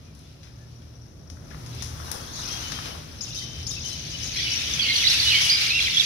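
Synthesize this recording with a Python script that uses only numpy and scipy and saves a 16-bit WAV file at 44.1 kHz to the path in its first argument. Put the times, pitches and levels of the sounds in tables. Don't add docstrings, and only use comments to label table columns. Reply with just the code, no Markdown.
import sys
import numpy as np
from scipy import signal
from scipy.fft import rfft, irfft, next_fast_len
from scipy.io import wavfile
from scipy.ndimage import uniform_filter1d

SR = 44100
rng = np.random.default_rng(int(sys.argv[2]) if len(sys.argv) > 2 else 0)


def voltage_ratio(decibels):
    exponent = np.asarray(decibels, float) / 20
    return 10 ** exponent


def file_out(sig):
    cols = np.atleast_2d(sig).T
    lim = np.clip(cols, -1, 1)
    pcm = np.round(lim * 32767).astype(np.int16)
    wavfile.write(sys.argv[1], SR, pcm)


N = 266805
t = np.arange(N) / SR
PORT_LAG = 24
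SHADOW_DB = 5


def curve(table, column):
    rows = np.array(table)
    return voltage_ratio(np.interp(t, rows[:, 0], rows[:, column]))


def shape(x, hz, db):
    length = x.shape[-1]
    size = next_fast_len(length + 4096)
    f = np.fft.rfftfreq(size, 1 / SR) + 1
    gain = voltage_ratio(np.interp(np.log(f), np.log(hz), db))
    return irfft(rfft(x, size) * gain, size)[..., :length]


def unit(x):
    return x / np.sqrt(np.mean(x ** 2))


def noise(colour):
    return unit(shape(rng.standard_normal((2, N)), *np.transpose(colour)))


def walk(rate):
    hold = int(SR / rate)
    steps = np.repeat(rng.standard_normal(N // hold + 1), hold)
    return 1.4 * uniform_filter1d(uniform_filter1d(steps, hold), hold)[:N]


def add(out, sound, s, side):
    for channel, (away, row) in enumerate(zip((side, -side), sound * np.ones((2, 1)))):
        i = max(int(s * SR + (1 + away) * PORT_LAG / 2), 0)
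        out[channel, i:i + len(row)] += voltage_ratio(-SHADOW_DB * away) * row[:max(N - i, 0)]


# (t/s, level/dB)
DRONE_LEVEL = [(0.0, -46), (1.1, -47), (1.5, -41.5), (2.5, -42), (4.6, -40), (6.05, -42.5)]
# (f/Hz, level/dB per Hz)
DRONE_COLOUR = [(12, -58), (20, -74), (46, -7.5), (75, -1), (156, -10), (180, -17), (229, -12), (352, -19),
                (387, -20), (440, -25.5), (476, -23.5), (687, -30), (900, -41), (1170, -48), (1980, -120)]
# (f/Hz, bandwidth/Hz, level/dB against the rumble)
DRONE_HUMS = [(79.36, 1.75, -4.5), (119, 0.94, -3.5), (153.4, 9.3, -6.5)]


def drone():
    mid, side = noise(DRONE_COLOUR + [(2500, -68.0), (16000, -78)])
    for hz, width, hum_db in DRONE_HUMS:
        ring = signal.lfilter(*signal.iirpeak(hz, hz / width, SR), rng.standard_normal(N))
        mid = mid + voltage_ratio(hum_db) * unit(ring)
    side = shape(side, [60, 150, 300, 600], [-16.0, -7.5, -9.0, 0.5])
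    stereo = mid + side * np.array([[1], [-1]])
    waver = voltage_ratio(0.6 * walk(3.5))
    return voltage_ratio(-2.5) * curve(DRONE_LEVEL, 1) * waver * stereo


# (delay t/s, level/dB against the diffuse tail)
WALL_ECHOES = [(0.057, -15), (0.149, -14), (0.184, -18), (0.302, -20)]


def yard(x):
    t60_s, yard_db = 0.66, 2
    time = t[:int(1.6 * SR)]
    tail = np.exp(-np.log(1000) * time / t60_s) * np.clip(time / 0.0068, 0, 1)
    tail = tail / np.sqrt(np.sum(tail ** 2))
    for delay, echo_db in WALL_ECHOES:
        clump = np.exp(-.5 * ((time - delay) / 0.0017) ** 2)
        tail = tail + voltage_ratio(echo_db) * clump / np.sqrt(np.sum(clump ** 2))
    response = shape(rng.standard_normal((2, len(time))), [1000, 6000, 16000], [0, -1, -5]) * tail
    mono = x.mean(axis=0, keepdims=True)
    return voltage_ratio(yard_db) * signal.fftconvolve(mono, response, axes=1)[:, :N]


# (t/s, hiss level/dB, duller body level/dB)
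HISS_LEVELS = [(0.0, -65.5, -59.5), (1.31, -72, -59.5), (1.6, -65, -48), (1.82, -52, -48),
               (2.12, -73, -38.5), (2.3, -65, -42.5), (2.46, -49.5, -41), (2.57, -45.5, -38.5),
               (2.94, -49, -43.5), (3.04, -55, -48.5), (3.3, -55, -50.5), (4.27, -45.5, -52.5),
               (4.41, -40.5, -52.5), (4.8, -38, -40.5), (4.97, -34.5, -50.5), (5.34, -31, -42.5),
               (5.8, -35.5, -44.5), (6.05, -35, -51)]
# (t/s, left minus right level/dB)
HISS_PAN = [(0.0, -3), (1.3, -3), (2.5, -0.5), (3.8, -2.5), (4.5, -2.5), (6.05, -6)]
# (f/Hz, level/dB per Hz)
HISS_COLOUR = [(1200, -17.5), (2500, 7.5), (5000, 4), (10000, -4.5), (16000, -7.5)]
# (f/Hz, level/dB per Hz)
BODY_COLOUR = [(250, 0), (500, -6.5), (1200, -7), (2500, -8), (5000, -6.5)]


def grainy_hiss():
    ticks_db = 2.0 * rng.exponential(size=N) * (rng.random(N) < .004)
    grain = voltage_ratio(ticks_db + 1.3 * walk(20))
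    hiss, body = noise(HISS_COLOUR), noise(BODY_COLOUR)
    hiss[1] = 0.2 * np.roll(hiss[0], PORT_LAG) + 0.91 * hiss[1]
    body[1] = 0.44 * np.roll(body[0], PORT_LAG) + 0.9 * body[1]
    pan = np.sqrt(curve(HISS_PAN, 1))
    hiss = unit(hiss * uniform_filter1d(grain, size=40)) * [pan, 1 / pan]
    body = body * voltage_ratio(0.38 * walk(6.37))
    return voltage_ratio(9.5) * curve(HISS_LEVELS, 1) * hiss + voltage_ratio(2.5) * curve(HISS_LEVELS, 2) * body


# (t/s, crack level/dB, swish level/dB, centre f/Hz)
SNAPS_AND_KNOCKS = [(.15, -44, -53, 9050), (0.191, -40, -53, 9000), (0.431, -60, -43, 4100),
                    (0.471, -49, -53, 2450), (0.819, -44, -52.5, 3640), (1.3, -33, -44.5, 6040),
                    (1.369, -43, -51.5, 1640), (1.505, -51, -40.5, 2500), (1.546, -31, -53, 1100),
                    (1.662, -32, -43, 6000), (1.749, -34, -48, 9000), (1.823, -23, -29, 6600),
                    (2.0, -33, -47, 1200), (2.043, -46, -41, 6000), (2.115, -11.5, -29, 8700),
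                    (2.141, -26, -28.5, 450), (2.391, -28, -40.5, 1550), (2.72, -18, -30.5, 3950),
                    (2.789, -26, -45, 1400), (2.849, -42, -29, 477), (2.885, -36, -36, 520),
                    (2.94, -40, -36, 560), (2.857, -25, -34.5, 3160), (2.952, -29, -54, 1300)]


def snaps_and_knocks():
    out = np.zeros((2, N))
    time = t[:8000]
    for s, db, swish_db, hz in SNAPS_AND_KNOCKS:
        fall = voltage_ratio(db) * np.exp(-time / .0022) + voltage_ratio(swish_db) * np.exp(-time / .06)
        fall = fall * np.clip(time / 0.0002, 0, 1)
        burst = rng.standard_normal(len(time)) * fall
        add(out, shape(burst, [hz / 5.0, hz, hz * 3.2], [-18, 0, -16]), s, -1)
    return out


# (t/s, length/s, level/dB before the throb)
BREATH_BURSTS = [(2.355, 0.079, -39.5), (2.483, 0.058, -38), (3.205, 0.095, -42.5), (3.343, 0.083, -38),
                 (3.666, 0.022, -37.5), (3.707, 0.025, -34.5), (3.845, 0.083, -36.5), (4.238, 0.039, -37),
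                 (4.38, 0.048, -53), (4.934, 0.088, -30), (5.095, 0.043, -27), (5.207, 0.079, -31),
                 (5.41, 0.077, -24.5), (5.815, 0.035, -34), (5.96, .08, -36)]


def breaths():
    throb_hz, depth, tail_s = 21.2, 0.32, 0.02
    gate = np.zeros(N)
    for s, length, db in BREATH_BURSTS:
        since = t - s
        throb = 1 + depth * np.cos(2 * np.pi * throb_hz * since)
        onset = np.clip(since / 0.0037, 0, 1)
        decay = np.exp(-np.clip(since - length, 0, None) / tail_s)
        gate = gate + voltage_ratio(db) * throb * onset * decay
    return gate * noise([(2000, -16.0), (5000, 6), (10000, 0.5), (16000, -9.5)])


def leaves(x, scatter_db):
    time = t[:900]
    sparse = rng.random((2, len(time))) < .05
    scatter = rng.standard_normal((2, len(time))) * np.exp(-time / .007) * sparse
    scatter = voltage_ratio(scatter_db) * scatter / np.sqrt(np.sum(scatter ** 2, axis=1, keepdims=True))
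    scatter[:, 0] = 1
    return signal.fftconvolve(x[None], scatter, axes=1)


OVERTONES_DB = [3, -2, -15]


def sing(rows, rough, throb_hz, hoarse, bright_db):
    s, hz, db = np.transpose(rows)
    time = np.arange(s[0], max(s[-1], s[0] + .004), 1 / SR)
    shake = np.interp(time - s[0], np.arange(200) / 500, rng.standard_normal(200))
    pitch = uniform_filter1d(np.interp(time, s, hz), size=130) * (1 + hoarse * shake)
    phase = 2 * np.pi * np.cumsum(pitch) / SR
    wave = np.sin(phase)
    for k, over_db in enumerate(OVERTONES_DB, 2):
        below_limit = k * pitch < SR * .45
        wave = wave + voltage_ratio(bright_db + over_db) * np.sin(k * phase) * below_limit
    beat = 2 * np.pi * throb_hz * (time - s[0])
    throb = 1 + rough * np.sin(beat + 2.7 * np.sin(0.299 * beat))
    envelope = voltage_ratio(np.interp(time, s, db)) * signal.windows.tukey(len(time), .25)
    return np.sqrt(2) * wave * throb * envelope


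def chatter(count, pitch, octaves, bend, hoarse, side):
    out = np.zeros((2, N))
    for k, draws in enumerate(rng.random((count, 8))):
        when, size, up, start_bend, end_bend, soft, speed, down = draws
        s = (k + when) / count * N / SR
        length = 0.00996 + 0.02504 * size ** 2
        top = np.interp(s, *np.transpose(pitch)) * 2 ** (octaves * (up - down))
        rows = [(0, top * (1 - bend * start_bend), -6),
                (length / 2, top, 0),
                (length, top * (1 - bend * end_bend), -5)]
        call = sing(rows, 0.8, 90 + 140 * speed, hoarse, bright_db=-20.5)
        add(out, voltage_ratio(-7 * soft) * leaves(call, scatter_db=-2.5), s, side + 0.54 * (speed - .5))
    return unit(out)


# (t/s, low chatter level/dB, high squeaks level/dB)
FLOCK_LEVELS = [(0.0, -71, -63.5), (1.31, -93, -60), (1.8, -55, -52.5), (2.27, -43.5, -47),
                (2.45, -38, -33.5), (2.76, -50, -44), (2.96, -96, -59), (3.25, -44, -44),
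                (3.39, -34.5, -36.5), (3.5, -58, -45.5), (3.75, -39.5, -38.5), (4.24, -44, -39.5),
                (4.41, -25, -31.5), (4.55, -34, -31.5), (4.9, -23, -39), (5.4, -25, -36.5),
                (5.75, -26.5, -34), (6.05, -27.5, -30.5)]
# (t/s, f/Hz)
FLOCK_PITCH = [(0.0, 3445), (2.4, 3670), (3.0, 3520), (3.3, 3768), (4.0, 4017), (4.3, 3442), (4.7, 3348),
               (4.9, 3590), (5.15, 3792), (5.4, 3307), (5.7, 3384), (6.05, 3390)]


def flock():
    low = chatter(count=900, pitch=FLOCK_PITCH, octaves=.65, bend=0.16, hoarse=0.015, side=.7)
    high = chatter(count=500, pitch=[(0, 6000)], octaves=.26, bend=.3, hoarse=0.0474, side=-.7)
    return voltage_ratio(-2.5) * curve(FLOCK_LEVELS, 1) * low + voltage_ratio(-5.0) * curve(FLOCK_LEVELS, 2) * high


def arch(s, length, start_hz, top_hz, end_hz, db):
    rise, fall = 0.28, 0.33
    start_db, top_db, end_db = 1, -5.5, -7
    share = np.array([0, rise / 2, rise, 1 - fall, 1 - fall / 2, 1])
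    climb_hz, drop_hz = top_hz - (top_hz - start_hz) / 4, top_hz - (top_hz - end_hz) / 4
    hz = [start_hz, climb_hz, top_hz, top_hz, drop_hz, end_hz]
    level = db + np.array([start_db, 0, top_db, top_db, end_db, end_db])
    return np.transpose([s + length * share, hz, level])


# (t/s, length/s, start f/Hz, top f/Hz, end f/Hz, level/dB)
SQUEAK_CALLS = [(2.333, 0.05, 5800, 6660, 3050, -41.5), (3.207, 0.041, 3800, 6710, 3520, -35),
                (3.664, 0.052, 4190, 6670, 2950, -33.5), (3.848, 0.056, 5860, 6200, 3280, -38.5),
                (4.231, 0.045, 5000, 6600, 6500, -37), (4.734, 0.028, 5000, 6560, 6600, -33.5),
                (3.346, 0.035, 5700, 6220, 6050, -43), (4.997, 0.052, 5630, 6080, 5800, -33.5),
                (5.409, 0.051, 5760, 5800, 5600, -35.5)]


def squeaking_bird():
    out = np.zeros((2, N))
    for call in SQUEAK_CALLS:
        song = sing(arch(*call), .65, 240., hoarse=.018, bright_db=-24)
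        add(out, leaves(song, scatter_db=0), call[0], -1)
    return out


def glide(s, length, start_hz, middle_hz, end_hz, db):
    return [(s, start_hz, db - 2), (s + length / 2, middle_hz, db), (s + length, end_hz, db - 3)]


# (t/s, length/s, start f/Hz, middle f/Hz, end f/Hz, level/dB)
WHISTLES_AND_KNOCKS = [(0.064, 0.069, 2470, 2420, 2290, -65), (0.244, 0.031, 3460, 3450, 3510, -61),
                       (0.353, 0.21, 2600, 2610, 2620, -72), (0.584, 0.063, 1660, 1750, 1730, -71),
                       (1.01, 0.014, 5450, 5570, 5500, -63), (1.728, 0.013, 4020, 3940, 3950, -49),
                       (1.511, 0.0074, 1750, 1720, 1700, -54), (1.808, 0.0099, 3600, 3600, 3550, -45),
                       (2.488, 0.105, 3220, 3230, 3240, -39.5), (2.625, 0.085, 3030, 3020, 3000, -42),
                       (2.366, 0.015, 4240, 3830, 3200, -43.5), (2.422, .014, 4000, 3850, 3800, -42),
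                       (2.718, .014, 4000, 3800, 3500, -40), (2.714, 0.036, 3200, 3130, 3000, -44),
                       (2.744, 0.046, 3220, 3180, 3170, -42), (2.785, 0.12, 3080, 3070, 2970, -48),
                       (2.896, .05, 3040, 3050, 3070, -48), (3.274, .022, 2800, 2750, 2600, -48),
                       (3.296, 0.023, 3700, 3700, 3640, -53), (3.347, 0.15, 3100, 3080, 3060, -47),
                       (3.212, 0.044, 5100, 5160, 5050, -53), (3.48, 0.185, 3080, 3090, 3060, -47),
                       (3.416, 0.016, 2050, 2020, 2000, -49), (4.385, 0.018, 2000, 1950, 1940, -40),
                       (4.501, 0.0397, 5700, 5500, 5400, -32), (4.555, 0.027, 5780, 5750, 5740, -31),
                       (3.712, 0.014, 3650, 3750, 3720, -36.5), (3.763, 0.032, 2620, 2680, 2520, -41.5),
                       (3.838, 0.042, 2980, 3090, 3000, -40), (3.891, 0.088, 3080, 3040, 2990, -45.5),
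                       (3.902, 0.051, 3980, 4050, 3940, -42), (4.006, 0.064, 3050, 3000, 3050, -50),
                       (4.135, 0.028, 2974, 2940, 3030, -36.5), (4.199, 0.054, 3000, 2990, 2950, -43),
                       (4.36, 0.078, 3150, 3120, 3096, -45), (4.438, 0.055, 3050, 2990, 2920, -33),
                       (4.498, 0.051, 3000, 2996, 2900, -30.5), (4.357, 0.065, 3300, 3337, 3300, -36),
                       (4.566, 0.065, 3750, 3620, 3700, -34), (4.628, 0.059, 3050, 2990, 3000, -40),
                       (4.66, 0.056, 3780, 3760, 3740, -44), (4.723, 0.045, 2980, 3030, 2910, -41),
                       (4.792, 0.02, 3340, 3330, 3400, -18), (4.818, 0.016, 3150, 3120, 3150, -22),
                       (4.902, 0.017, 4100, 4170, 4350, -25), (4.813, 0.016, 4800, 4560, 3840, -25.5),
                       (4.825, 0.023, 4300, 4670, 4560, -24.5), (4.846, 0.044, 2500, 2820, 3040, -27.5),
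                       (4.845, 0.045, 2400, 2140, 2140, -33), (4.886, 0.04, 2140, 2134, 2150, -24),
                       (4.883, 0.025, 4100, 4170, 4300, -26), (4.956, 0.012, 4400, 4300, 4300, -21),
                       (4.968, 0.046, 2830, 2880, 2950, -30), (4.96, .03, 6200, 5900, 5640, -25),
                       (5.003, .02, 5850, 5950, 5960, -31), (5.021, 0.028, 2750, 2236, 1860, -25.5),
                       (5.047, 0.021, 3700, 3860, 3930, -18.5), (5.127, 0.037, 2620, 2634, 2660, -31),
                       (5.069, 0.01, 3800, 4070, 4160, -14), (5.077, 0.0116, 4300, 4640, 4750, -19),
                       (5.083, 0.021, 5250, 5280, 5150, -24), (5.096, 0.027, 3600, 4050, 4550, -22),
                       (5.197, 0.012, 4500, 4500, 4400, -22), (5.215, 0.035, 4250, 4200, 4200, -28),
                       (5.271, 0.04, 3600, 3990, 3860, -21), (5.404, 0.054, 5450, 5350, 5400, -30.5),
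                       (5.43, .02, 3450, 3450, 3400, -26), (5.306, 0.081, 2780, 2282, 2134, -22),
                       (5.385, 0.041, 2220, 2200, 2190, -32), (5.3, 0.026, 3100, 2985, 2780, -19),
                       (5.328, 0.037, 2800, 2984, 3080, -19), (5.347, 0.047, 3220, 3160, 3130, -24.5),
                       (5.44, 0.018, 2950, 3020, 3080, -25), (5.249, 0.055, 2950, 2970, 2850, -24),
                       (5.39, 0.047, 3050, 3113, 3170, -27), (5.451, 0.053, 2880, 2873, 2880, -25.5),
                       (5.493, 0.02, 4000, 4460, 4700, -19), (5.498, 0.038, 4780, 4836, 5000, -18.5),
                       (5.535, 0.026, 4810, 4850, 4930, -22.5), (5.494, 0.078, 2300, 2340, 2320, -33),
                       (5.63, 0.067, 2850, 2780, 2880, -36), (5.69, 0.043, 4200, 4150, 4300, -32),
                       (5.663, 0.039, 2340, 2330, 2360, -33), (5.703, 0.025, 2560, 2530, 2580, -21.5),
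                       (5.729, 0.072, 2692, 2755, 2730, -20.5), (5.788, 0.016, 2500, 2315, 2020, -21.5),
                       (5.801, 0.014, 3300, 3350, 3280, -21), (5.811, 0.018, 3950, 4070, 4200, -21),
                       (5.843, .014, 4100, 4000, 3900, -25), (5.858, .016, 3300, 3090, 2950, -24.5),
                       (5.867, 0.02, 2500, 2210, 1940, -25), (5.944, 0.018, 3350, 3380, 3320, -23.5),
                       (6.024, 0.027, 4720, 4660, 4600, -30.5), (5.967, 0.021, 3200, 3450, 3650, -13.5),
                       (5.995, 0.02, 3900, 3430, 3260, -13), (6.003, 0.036, 2610, 2660, 2750, -33)]


def whistles_and_tonal_knocks():
    near_from_s = 4.4
    out = np.zeros((2, N))
    for call in WHISTLES_AND_KNOCKS:
        far = call[0] < near_from_s
        rough, hoarse, side = (.25, .0015, -1) if far else (.5, .005, .72)
        song = sing(glide(*call), rough, 165., hoarse, bright_db=-25)
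        add(out, leaves(song, scatter_db=-11), call[0], side)
    return out


def scene():
    squeaks, whistles = squeaking_bird(), whistles_and_tonal_knocks()
    crowd, cracks = flock(), snaps_and_knocks()
    echo = yard(squeaks + crowd + voltage_ratio(-8) * whistles + voltage_ratio(-12.0) * cracks)
    return squeaks + whistles + cracks + crowd + echo + grainy_hiss() + breaths() + drone()


def roll_off(x):
    return signal.sosfilt(signal.butter(12, 16620, fs=SR, output="sos"), x)


# (f/Hz, left level/dB, right level/dB)
PORT_RESPONSE = [(306, 1.5, 1), (1300, 9.5, 3.5), (2500, -0.5, -6), (4300, -1.5, 0), (5000, 3, -1.5),
                 (5800, 5.5, -6.5), (6600, -0.5, -13.5), (7150, -11.5, -10.5), (8540, -10.5, -11.5),
                 (9730, -0.5, -26), (11740, -6, -9.5), (16000, -16, -18.5)]


def record(dry):
    hz, left_db, right_db = np.transpose(PORT_RESPONSE)
    heard = np.array([shape(dry[0], hz, left_db), shape(dry[1], hz, right_db)])
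    mix = shape(heard, [15700, 15900], [0, -50])
    return roll_off(mix)


dry = scene()
out = record(dry)
file_out(out)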